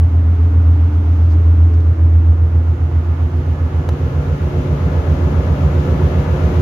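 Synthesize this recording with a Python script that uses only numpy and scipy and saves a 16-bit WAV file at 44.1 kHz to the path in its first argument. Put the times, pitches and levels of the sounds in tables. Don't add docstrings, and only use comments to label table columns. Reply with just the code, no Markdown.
import sys
import numpy as np
from scipy import signal
from scipy.fft import rfft, irfft, next_fast_len
from scipy.io import wavfile

SR = 44100
rng = np.random.default_rng(int(sys.argv[2]) if len(sys.argv) > 2 else 0)


def inscribe(sig):
    pcm = np.round(np.clip(np.atleast_2d(sig).T, -1, 1) * 32767)
    wavfile.write(sys.argv[1], SR, pcm.astype(np.int16))


N = 291501
TIME = np.arange(N) / SR
FREQS = np.maximum(np.arange(N // 2 + 1) * SR / N, 1)
CYCLE_HZ = 7.4865


def from_db(db):
    return 10 ** (np.asarray(db) / 20)


def rms_one(x):
    return x / np.sqrt(np.mean(x ** 2) + 1e-20)


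def in_time(rows):
    seconds, *columns = np.transpose(rows)
    return [np.interp(TIME, seconds, column) for column in columns]


def per_hz(points):
    hz, value = np.transpose(points)
    return np.interp(np.log(FREQS), np.log(hz), value)


def panned(db):
    return from_db(np.array([[1], [-1]]) * db / 2)


def at_posture(posture, values):
    return np.interp(posture, np.arange(len(values)), values)


def standing_wave(posture, levels_db):
    return from_db(at_posture(posture, levels_db))


def drift(rate):
    step, settle = 100, 2000
    pole = np.exp(-2 * np.pi * rate * step / SR)
    draws = rng.standard_normal(N // step + settle + 2)
    slow = signal.lfilter([1], [1, -2 * pole, pole * pole], draws)[settle:]
    return np.interp(np.arange(N) / step, np.arange(len(slow)), rms_one(slow))


# frequency in Hz, correlation from 0 to 1.
LIKENESS = [(60, .99), (150, .997), (220, .985), (380, .9), (640, .45), (1300, .1), (2500, 0), (15000, 0)]


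def noise(gain):
    size = next_fast_len(N, True)
    grid = np.arange(size // 2 + 1) * SR / size
    alike = np.clip(np.interp(grid, FREQS, per_hz(LIKENESS)), -1, 1)
    shape = np.interp(grid, FREQS, gain) * np.sqrt([1 + alike, 1 - alike])
    spectra = rfft(rng.standard_normal((2, size))) * shape
    mid, side = irfft(spectra, size)[:, :N]
    return np.array([mid + side, mid - side]) / np.std(mid)


def tone(hz, waver, spread_hz=700):
    turns = hz * TIME + rng.random()
    flutter = (1 + waver * (drift(2.5) + 1j * drift(0.72))) / np.sqrt(1 + 2 * waver ** 2)
    apart = min((hz / spread_hz) ** 2, 1) * rng.choice([-1, 1]) * np.pi / 4
    wave = np.sqrt(2) * flutter * np.exp(2j * np.pi * turns)
    return wave.real + np.tan(apart) * wave.imag * np.array([[1], [-1]])


# time in seconds, roar in relative dB, left minus right in dB.
VENT = [(0, -42.5, -4.5), (1.2, -41.5, -4.5), (2.3, -43.4, -3), (3.0, -41.6, -5.5), (3.6, -40, -2.5),
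        (4.05, -38, 1.1), (5.1, -36, 5), (6.6, -34, 5)]
# frequency in Hz, relative density in dB per Hz.
ROAR_SPECTRUM = [(300, -10.5), (560, -7), (700, 0.5), (780, -2), (870, -1.5), (1050, -3), (1300, -3),
                 (1600, -9), (1830, -12.5), (2100, -11.5), (2600, -23), (4000, -56.5)]
HISS_SPECTRUM = [(1500, -23), (2200, -1), (2800, 1), (3600, -4.5), (4500, -8.5), (5400, -10.5),
                 (6800, -10.5), (7400, -22), (8300, -22.5), (10000, -20.5), (12200, -19.5), (15500, -25)]
ROAR_DB, HISS_DB = 0.71, -0.5
HISS_FOLLOWS = 1.3016


def ventilation(shake=0.064):
    level_db, pan_db = in_time(VENT)
    beat = sum(np.cos(2 * np.pi * order * CYCLE_HZ * TIME) for order in (1, 2, 10, 12, 16))
    roar_gain = from_db(ROAR_DB + level_db + 0.4 * drift(2.4)) * (1 + shake * beat)
    hiss_gain = from_db(HISS_DB + HISS_FOLLOWS * level_db + 0.38 * drift(8))
    roar = roar_gain * noise(from_db(per_hz(ROAR_SPECTRUM)))
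    hiss = hiss_gain * noise(from_db(per_hz(HISS_SPECTRUM)))
    return roar * panned(pan_db) + hiss * panned(0.28 * pan_db)


# frequency in Hz, relative density in dB per Hz.
RUMBLE_SPECTRUM = [(15, -3), (30, 2.5), (45, 11), (70, -2), (150, -2), (400, -13.5), (900, -44.5)]
RUMBLE_DB = -45.5
# frequency in Hz, nominal width in Hz,
# standing level in dB, bent level in dB, crouched level in dB.
AIR_MODES = [(60, 13, -39, -39.5, -30), (73.6, 14, -33, -37, -33), (121, 18, -39, -32, -33.5),
             (146, 32, -54, -37.5, -31), (172, 10, -61, -46.5, -29.5), (207.4, 18, -37, -54.5, -34.5),
             (252.2, 14, -45, -41.5, -36.5), (301, 66, -42, -43, -39), (371.3, 46, -52.5, -45, -36),
             (427, 40, -43.5, -51.5, -39.5), (479.6, 76, -52, -43.5, -35), (548, 87, -47, -48, -34.5)]


def liner(posture):
    out = from_db(RUMBLE_DB) * noise(from_db(per_hz(RUMBLE_SPECTRUM)))
    for hz, width, *levels in AIR_MODES:
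        detuning = (FREQS ** 2 - hz ** 2) / (FREQS * width)
        out = out + standing_wave(posture, levels) * noise(1 / (1 + detuning ** 2 / 2))
    return out


# standing, bent and crouched, in dB.
SLIDE_DB = (-38, -39, -67)
SLIDE_START_HZ, SLIDE_TOP_HZ, SLIDE_HZ_PER_S = 266.1, 367, 27
SLIDE_ATTACK_S = 0.9


def sliding_swell(posture, width_hz=30):
    hz = np.minimum(SLIDE_START_HZ + SLIDE_HZ_PER_S * TIME, SLIDE_TOP_HZ)
    gain = standing_wave(posture, SLIDE_DB) * np.sqrt(np.minimum(TIME / SLIDE_ATTACK_S, 1))
    wobble = drift(width_hz / 2) + 1j * drift(width_hz / 2)
    carrier = np.exp(2j * np.pi * np.cumsum(hz) / SR)
    return gain * (wobble * carrier).real


# frequency in Hz,
# standing, bent and crouched levels in relative dB.
MOTORS = [(118.3, -37, -36, -33), (613.8, -54, -56, -43.5), (718, -58, -59, -56), (853, -61, -57, -50),
          (959, -63, -63, -54), (1227.5, -66, -62, -56), (1400, -64, -63, -58), (1707.5, -66, -63, -53),
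          (1923, -73, -71, -65), (2561.5, -75, -76, -69)]


def motors(posture, level_db=2.5):
    tones = [standing_wave(posture, levels) * tone(hz, waver=0.23) for hz, *levels in MOTORS]
    return from_db(level_db) * sum(tones)


# frequency in Hz, beats per second,
# moment of a swell in seconds, depth from 0 to 1, standing, bent and crouched levels in dB.
HUMS = [(144.3, 2.04, 3.53, .45, -53, -31, -25), (254.5, 1.55, 3.45, .3, -46, -40, -37),
        (358.3, 1.52, 5.92, .7, -54, -43, -33)]


def hums(posture):
    out = 0
    for hz, beat_hz, swell_s, depth, *levels in HUMS:
        beat = 1 + depth * np.cos(2 * np.pi * beat_hz * (TIME - swell_s))
        out = out + beat * standing_wave(posture, levels) * tone(hz, waver=0.19)
    return out


# start in seconds, level in dB, length in seconds.
SCUFFS = [(.92, -61, 0.032), (1.08, -65.5, 0.27), (1.293, -58, 0.06), (1.73, -57, 0.026),
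          (1.803, -55, 0.0067)]
# frequency in Hz, relative density in dB per Hz.
SCUFF_SPECTRUM = [(1500, -14.5), (3500, 2), (5000, 4), (6800, -1.5), (7600, -14), (12500, -12),
                  (15500, -10.5)]


def scuffs(grain_db=1.0):
    stroke = 0
    for start, db, length in SCUFFS:
        progress = np.clip((TIME - start) / length, 0, 1)
        stroke = stroke + from_db(db) * np.sqrt(np.sin(np.pi * progress).clip(0))
    return stroke * from_db(grain_db * drift(120)) * noise(from_db(per_hz(SCUFF_SPECTRUM)))


# time in seconds, level in relative dB.
TICKS = [(3.8901, 0), (3.8914, -3), (3.8923, -8), (3.8939, -8), (3.8962, -16)]
# frequency in Hz, level in relative dB, 60 dB decay time in seconds.
TICK_MODES = [(520, -16, 0.0098), (990, -15.5, 0.0056), (1720, -25.5, 0.0057), (2680, -29, 0.0045),
              (3820, -32, 0.0061), (4700, -36, 0.0039), (6100, -36, 0.008), (9700, -39, 0.0025),
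              (12400, -39, .003)]


def tick():
    clicks, out = np.zeros(N), np.zeros(N)
    for seconds, db in TICKS:
        clicks[round(seconds * SR)] = from_db(db)
    for hz, db, t60 in TICK_MODES:
        radius = np.exp(-np.log(1000) / (t60 * SR))
        angle = 2 * np.pi * hz / SR
        poles = [1, -2 * radius * np.cos(angle), radius * radius]
        out += from_db(db) * signal.lfilter([0, np.sin(angle)], poles, clicks + 1e-18)
    return out


# multiple of the engine cycle,
# standing level in dB, bent level in dB, crouched level in dB.
ENGINE_ORDERS = [(15, -35, -36, -33), (16, -37, -40, -33), (17, -38, -39, -38), (18, -46, -42, -35),
                 (19, -51, -37, -28), (20, -62, -44, -28), (21, -64, -40, -32), (22, -58, -50, -37),
                 (25, -49, -64, -37), (26, -44, -61, -40), (28, -45, -52, -38), (30, -47, -53, -40),
                 (33, -48, -41, -46), (36, -37, -43, -34), (39, -37, -46, -37), (40, -47, -52, -44),
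                 (51, -50, -56, -38), (56, -47, -54, -49), (61, -55, -48, -40), (66, -54, -50, -39)]


def generator(posture):
    return sum(standing_wave(posture, levels) * tone(order * CYCLE_HZ, waver=0.21)
               for order, *levels in ENGINE_ORDERS)


BOOM_ORDER = 11
THROB_S = 0.03198
# time in seconds, level in dB.
BOOM = [(0, -11.5), (.6, -9), (1.05, -12), (1.5, -9), (2.35, -9), (2.8, -14), (3.7, -18), (4.6, -22.5),
        (5.1, -16), (6.6, -17.5)]
# multiple of the engine cycle,
# standing level in dB, bent level in dB, crouched level in dB.
FLANKS = [(8, -41, -36, -30), (9, -44, -42, -22), (10, -25, -23.5, -24), (12, -23.5, -26.5, -24),
          (13, -38, -40, -39), (14, -34, -41, -31)]
SMEAR_TURNS = (-.14, 0.07, .055)
# time in seconds, depth in dB.
DIPS = [(.92, -4), (1.95, -4)]
DIP_WIDTH_S = 0.034


def throb(posture, wander_db=1.0):
    cycles = CYCLE_HZ * (TIME - THROB_S)
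    smear = at_posture(posture, SMEAR_TURNS)
    dips_db = sum(db * np.exp(-((TIME - seconds) / DIP_WIDTH_S) ** 2) for seconds, db in DIPS)
    boom_gain = from_db(in_time(BOOM)[0] + dips_db + wander_db * drift(3.2))
    out = boom_gain * np.cos(2 * np.pi * BOOM_ORDER * cycles)
    for order, *levels in FLANKS:
        shift = smear * (order - BOOM_ORDER) ** 2
        out = out + standing_wave(posture, levels) * np.cos(2 * np.pi * (order * cycles + shift))
    return np.sqrt(2) * out


# time in seconds, posture (0 standing, 1 bent, 2 crouched).
POSTURE = [(0, 0.035), (1.6, 0.023), (2.4, 0.77), (3.1, 0.83), (3.7, 1.34), (4.2, 1.64), (4.8, 1.85),
           (5.7, 2.02)]
# standing, bent and crouched, in dB.
DRONE_PAN_DB = (-0.45, -1.35, -1.67)


def scene():
    posture, = in_time(POSTURE)
    din = liner(posture) + sliding_swell(posture) + motors(posture) + generator(posture)
    drone = (hums(posture) + throb(posture)) * panned(at_posture(posture, DRONE_PAN_DB))
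    return ventilation() + din + scuffs() + tick() + drone


def record(dry):
    cutoff_hz = 15750
    lowpass = signal.ellip(12, 0.1, 90, cutoff_hz, fs=SR, output="sos")
    return signal.sosfilt(lowpass, dry)


dry = scene()
out = record(dry)
inscribe(out)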